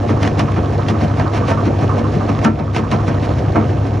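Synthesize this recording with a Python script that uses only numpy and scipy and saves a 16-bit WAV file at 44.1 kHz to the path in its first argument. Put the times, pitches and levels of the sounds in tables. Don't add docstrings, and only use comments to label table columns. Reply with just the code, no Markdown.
import sys
import numpy as np
from scipy import signal
from scipy.fft import rfft, irfft, next_fast_len
from scipy.io import wavfile
from scipy.ndimage import uniform_filter1d

SR = 44100
rng = np.random.default_rng(int(sys.argv[2]) if len(sys.argv) > 2 else 0)


def wav_record(signal):
    frames = np.transpose(np.atleast_2d(signal))
    bounded = np.clip(frames, -1, 1)
    quanta = np.round(bounded * 32767).astype(np.int16)
    wavfile.write(sys.argv[1], SR, quanta)


N = 176400
TIME = np.arange(N) / SR
FFT_SIZE = next_fast_len(N + SR // 2, real=True) // 2 * 2
HZ = np.maximum(np.arange(FFT_SIZE // 2 + 1) * SR / FFT_SIZE, 1)


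def from_db(db):
    return 10 ** (np.asarray(db) / 20)


def unit_rms(x):
    return x / np.sqrt(np.mean(x ** 2) + 1e-20)


def over_hz(curve):
    hz, value = np.transpose(curve)
    return np.interp(np.log(HZ), np.log(hz), value)


def drift(rate_hz):
    step, warm_up = 40, 2000
    pole = np.exp(-2 * np.pi * rate_hz * step / SR)
    noise = rng.standard_normal(N // step + warm_up + 2)
    slow = signal.lfilter([1], [1, -2 * pole, pole ** 2], noise)[warm_up:]
    return np.interp(np.arange(N) / step, np.arange(len(slow)), unit_rms(slow))


def colour(x, spectrum):
    gain = from_db(over_hz(spectrum)) / (1 + (HZ / (2 * spectrum[-1][0])) ** 4)
    cepstrum = irfft(np.log(unit_rms(gain) + 1e-7))
    cepstrum[1:FFT_SIZE // 2] *= 2
    cepstrum[FFT_SIZE // 2 + 1:] = 0
    return irfft(rfft(x, FFT_SIZE) * np.exp(rfft(cepstrum)))[:N]


def grains(per_s, spread_db):
    sizes = from_db(spread_db * np.minimum(rng.exponential(1, N), 4)) * rng.choice([-1, 1], N)
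    return unit_rms(sizes * (rng.random(N) < per_s / SR))


def swells(times, holds, levels_db, rise_s, fall_s):
    power = np.zeros(N)
    for at, hold, db in zip(times, np.broadcast_to(holds, len(times)), levels_db):
        fade = np.maximum(at - TIME, 0) / rise_s + np.maximum(TIME - at - hold, 0) / fall_s
        power += (from_db(db) * np.exp(-np.minimum(fade, 20))) ** 2
    return np.sqrt(power)


def struck_mode(at, hz, db, fall_s, rise_s=0.0047):
    age = np.maximum(TIME - at, 0)
    envelope = (1 - np.exp(-age / rise_s)) * np.exp(-np.minimum(age / fall_s, 20))
    return from_db(db) * np.sin(2 * np.pi * hz * age) * envelope


def yard_echo(fall_s=0.0083):
    tail = rng.standard_normal(N) * np.exp(-np.minimum(TIME / fall_s, 20))
    return rfft(tail, FFT_SIZE) * np.sqrt(2 / (fall_s * SR))


# (pitch [Hz], level [dB], phase waver [rad])
ENGINE_TONES = [(92.9, -29, 0.65), (102.1, -19.5, 0.2), (150, -29.5, 0.42), (225.8, -38.5, 1),
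                (275.3, -35.5, 1), (489.4, -46, 0.97)]
# (frequency [Hz], relative level [dB])
RUMBLE_EQ = [(20, -28), (33, -24.5), (50, -11.5), (72, 0), (105, -2.5), (135, 0.5), (180, -12.5),
             (500, -23.5)]

def engine():
    tones = np.zeros(N)
    for hz, db, waver in ENGINE_TONES:
        phase = 2 * np.pi * (hz * TIME + rng.random()) + waver * drift(rate_hz=2.6)
        tones += from_db(db) * np.sqrt(2) * np.sin(phase)
    return tones + from_db(-20.5) * colour(rng.standard_normal(N), RUMBLE_EQ)


# (time [s], gain [dB])
FEED_RIDE = [(0, -0.5), (1.4, -0.5), (2.3, 0.5), (2.65, -2), (3.2, 0), (4, -2)]
# (frequency [Hz], relative level [dB])
CHURN_EQ = [(90, -18.5), (160, -6.5), (260, 1), (680, -3.5), (800, -6.5), (1250, -19.5), (6000, -45)]
# (frequency [Hz], relative level [dB])
GRAVEL_EQ = [(400, 2.5), (1000, 8.5), (4200, -6.5), (5600, -6.5), (7000, -12), (11800, -18)]

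def rubble():
    feed_db = np.interp(TIME, *np.transpose(FEED_RIDE))
    churn = grains(per_s=1200, spread_db=1) * from_db(-24.5 + feed_db + 1.4 * drift(rate_hz=15))
    gravel = grains(per_s=4500, spread_db=0.5) * from_db(-38 + feed_db + 0.47 * drift(rate_hz=28))
    stones = np.zeros(N)
    for hz in np.geomspace(1600, 4200, num=12):
        landings = grains(per_s=16, spread_db=3) + 1e-18
        stones += signal.lfilter(*signal.iirpeak(hz, Q=4.5, fs=SR), landings)
    gravel += from_db(-46.5 + feed_db) * unit_rms(stones)
    return colour(churn, CHURN_EQ), colour(gravel, GRAVEL_EQ)


# (time [s], level [dB])
CLANK_CUES = [(0.158, -29.5), (.345, -31.5), (0.48, -26.5), (.631, -30), (.789, -24.5), (0.94, -29),
              (1.099, -30), (1.256, -24.5), (1.423, -25.5), (1.573, -22), (1.730, -34.5), (1.891, -22),
              (2.042, -27), (2.201, -25), (2.35, -28.5), (2.671, -30.5), (2.833, -27.5), (2.989, -28.5),
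              (3.138, -30), (3.299, -30), (3.457, -32.5), (3.61, -31), (3.772, -35.5)]
# (frequency [Hz], relative level [dB])
CLANK_EQ = [(300, -21), (900, 1.5), (1170, 8.5), (1520, -3), (1800, -16), (4000, -30.5)]

def clanks():
    times, db = np.transpose(CLANK_CUES)
    envelope = swells(times, 0.012, db, rise_s=0.0012, fall_s=0.039)
    return colour(grains(per_s=1500, spread_db=0.5) * envelope, CLANK_EQ)


# (pitch [Hz], bandwidth [Hz], gain over the direct sound [dB], relative level as a jam lets go [dB])
SHELL_MODES = [(141.5, 12, 2.5, -24), (222.7, 12.3, 8.5, -3), (283.4, 10.2, 1.5, -19),
               (312.4, 6.9, 2, -24.5), (480.4, 5.4, -2, -25), (588.6, 18, -6, -17.5), (700, 36, -2.5, -25),
               (917, 12, -1.5, -11.5), (1341, 13, -0.5, -9), (1376, 18, -4, -15), (1532, 100, -3.5, -23.5),
               (1780, 26, -4, -18.5), (2903, 20, -1.5, -25)]

def shell(contacts):
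    ring = np.zeros(N)
    for hz, width, db, _ in SHELL_MODES:
        radius = np.exp(-np.pi * width / SR)
        feedforward = np.array([1, 0, -1]) * (1 - radius ** 2) / 2
        feedback = [1, -2 * radius * np.cos(2 * np.pi * hz / SR), radius ** 2]
        ring += from_db(db) * signal.lfilter(feedforward, feedback, contacts)
    return ring


# (time [s], push level [dB], ring gain [dB])
JAM_CUES = [(1.198, -18, -17), (1.515, -26, -10), (2.451, -7, 5.5), (2.925, -20, -22)]
# (frequency [Hz], relative level [dB])
JAM_EQ = [(200, -11), (950, 11), (1400, 13), (3000, -27.5)]

def jams():
    times, push_db, _ = np.transpose(JAM_CUES)
    push = rng.standard_normal(N) * swells(times, 0.016, push_db, rise_s=0.001, fall_s=0.013)
    ring = sum((-1) ** k * struck_mode(0, hz, db, fall_s=1 / (np.pi * width))
               for k, (hz, width, _, db) in enumerate(SHELL_MODES))
    releases = sum(from_db(db) * np.interp(TIME - at, TIME, ring) for at, _, db in JAM_CUES)
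    return shell(colour(push, JAM_EQ)) + releases


# (time [s], pitch [Hz], level [dB])
BANG_CUES = [(.250, 266.5, -5.5), (.274, 227.6, -8.5), (1.516, 667, -10), (1.667, 350, -8.5),
             (2.768, 683, -10), (2.922, 965, -13.5), (3.562, 279, -8), (3.566, 695, -10.5)]

def bangs():
    return sum(struck_mode(at, hz, db, fall_s=0.013) for at, hz, db in BANG_CUES)


# (time [s], snap level [dB], knock level [dB], fragment pitch [Hz])
SPLIT_CUES = [(.230, -15.5, -23.5, 2260), (0.25, -27, -14, 2040), (0.276, -22.5, -20, 1990),
              (0.394, -15, -17, 2460), (0.519, -27, -26, 1500), (0.785, -38, -23.5, 1540),
              (0.885, -19, -21, 2800), (1.198, -25, -15, 2320), (1.334, -33, -26, 2730),
              (1.514, -32.5, -15.5, 2200), (2.292, -28, -20.5, 1830), (2.39, -30.5, -26.5, 2020),
              (2.442, -26.5, -23, 2810), (2.447, -12.5, -13, 2210), (2.591, -32, -28, 2740),
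              (2.748, -22, -27, 1790), (2.764, -15.5, -15.5, 2240), (2.915, -17, -24, 2190),
              (3.248, -35.5, -26, 2500), (3.557, -31.5, -12, 1960)]
# (frequency [Hz], relative level [dB])
CRUNCH_EQ = [(400, 1), (2200, 3), (4300, -5.5), (5800, -6.5), (7200, -15.5), (8600, -12.5), (11800, -25)]
# (frequency [Hz], relative level [dB])
KNOCK_EQ = [(150, -17.5), (350, -1), (650, 2.5), (1250, -1.5), (1600, -13.5), (2400, -13), (5000, -63)]

def splits():
    times, snap_db, knock_db, _ = np.transpose(SPLIT_CUES)
    rise_s, fragment_boost_db = 0.00047, 6.5
    snap = grains(per_s=8300, spread_db=1.5) * swells(times, 0, snap_db, rise_s, fall_s=0.0027)
    knock = grains(per_s=5000, spread_db=1.5) * swells(times, 0, knock_db, rise_s, fall_s=0.006)
    cracks = colour(snap, CRUNCH_EQ) + colour(knock, KNOCK_EQ)
    fragments = grains(per_s=2000, spread_db=1.5)
    for at, db, _, hz in SPLIT_CUES:
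        band = signal.butter(2, [hz / 1.3, hz * 1.3], "band", fs=SR, output="sos")
        envelope = swells([at], 0, [db + fragment_boost_db], rise_s, fall_s=0.007)
        cracks += signal.sosfilt(band, fragments * envelope)
    return cracks


# (time [s], hold [s], stone crunch [dB], plate knock [dB], shell thud [dB])
BITE_CUES = [(0.091, 0.02, -28.5, -17.5, -8), (0.224, 0.051, -25.5, -21.5, -12.5),
             (0.392, 0.016, -23.5, -17, -11), (0.566, 0.013, -33, -17.5, -12.5),
             (0.734, 0.011, -35.5, -26.5, -32), (0.891, 0.013, -25.5, -19.5, -11.5),
             (1.011, 0.037, -29, -20, -15.5), (1.176, 0.045, -31.5, -21, -19),
             (1.345, 0.033, -26, -18, -23), (1.483, 0.034, -24.5, -17, -22), (1.657, 0.01, -29, -18, -14.5),
             (1.813, .026, -31.5, -22.5, -15.5), (1.983, 0.008, -30.5, -21.5, -25),
             (2.132, 0.029, -34, -28.5, -9.5), (2.29, 0.0078, -31.5, -17, -11),
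             (2.449, 0.017, -20.5, -9.5, -7), (2.594, 0.0092, -35, -16.5, -15),
             (2.757, 0.025, -21, -15.5, -10), (2.92, 0.018, -24.5, -15, -12.5),
             (3.079, 0.0083, -27, -16.5, -14), (3.235, 0.019, -30, -26.5, -19.5),
             (3.385, 0.0076, -32, -38.5, -17), (3.559, 0.015, -33.5, -13, -7),
             (3.694, 0.012, -35.5, -29.5, -22), (3.866, 0.0051, -33, -34, -20)]
# (frequency [Hz], relative level [dB])
THUD_EQ = [(60, -32.5), (130, -1.5), (205, 3.5), (420, -4), (800, -34.5), (2000, -43.5)]

def bites():
    times, holds, crunch_db, knock_db, thud_db = np.transpose(BITE_CUES)
    knock_lag_s, thud_lag_s = 0.0012, 0.0076
    crunch_trim_db, knock_trim_db, thud_trim_db = -4, -5, -6
    crunch = grains(per_s=3000, spread_db=1)
    crunch *= swells(times, holds, crunch_db + crunch_trim_db, rise_s=0.014, fall_s=0.015)
    knock = grains(per_s=1500, spread_db=1.5)
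    knock *= swells(times + knock_lag_s, holds, knock_db + knock_trim_db, rise_s=0.0082, fall_s=0.031)
    thud = grains(per_s=900, spread_db=4.5)
    thud *= swells(times + thud_lag_s, holds, thud_db + thud_trim_db, rise_s=0.0059, fall_s=0.027)
    return colour(crunch, CRUNCH_EQ) + colour(knock, KNOCK_EQ) + colour(thud, THUD_EQ)


# (frequency [Hz], left minus right [dB])
STEREO_PAN = [(120, 8.5), (290, -1), (400, -2), (740, 0), (960, -6), (1280, -8), (1800, -0.5)]
# (frequency [Hz], left lead [rad])
STEREO_PHASE = [(150, 0), (420, 0.84), (860, -1.71), (1450, 0), (4200, 0), (4800, 1.4), (5100, 0),
                (6200, 0.3), (7000, 1.08), (8700, np.pi)]
# (frequency [Hz], level against the direct sound [dB])
STEREO_WIDTH = [(110, -44.5), (220, -24), (500, -6), (750, -14), (1450, -2), (1900, -30.5), (3900, -34.5),
                (4800, -7), (5300, -15.5), (7200, -19.5), (8100, -16), (9000, -43)]

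def stereo_image(spectrum, mono_below_hz=150):
    side = np.array([[1], [-1]]) / (1 + (mono_below_hz / HZ) ** 8)
    pan = from_db(side * over_hz(STEREO_PAN) / 2)
    phase = np.exp(0.5j * side * over_hz(STEREO_PHASE))
    scatter = from_db(over_hz(STEREO_WIDTH))
    width = (1 + side * scatter * yard_echo()) / np.sqrt(1 + scatter ** 2)
    return irfft(spectrum * pan * phase * width)[:, :N]


def scene():
    churn, gravel = rubble()
    contacts = bites() + splits() + churn
    crusher = contacts + shell(contacts) + jams() + bangs() + clanks() + gravel
    in_yard = rfft(crusher, FFT_SIZE) * (1 + from_db(-18) * yard_echo())
    return stereo_image(in_yard + rfft(engine(), FFT_SIZE))


def record(dry):
    threshold_db, recovery_db_per_s, ceiling, cutoff_hz = -7.5, 11, 1.52, 11750
    power = uniform_filter1d(np.mean(dry ** 2, axis=0), size=700)
    over_db = np.maximum(10 * np.log10(np.maximum(power, 1e-9)) - threshold_db, 0)
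    recovery_db = recovery_db_per_s * TIME
    duck_db = np.maximum.accumulate(over_db + recovery_db) - recovery_db
    ducked = dry * from_db(-uniform_filter1d(duck_db, size=200))
    rounded = ceiling * np.tanh(ducked / ceiling)
    return signal.sosfiltfilt(signal.butter(24, cutoff_hz, fs=SR, output="sos"), rounded)


dry = scene()
out = record(dry)
wav_record(out)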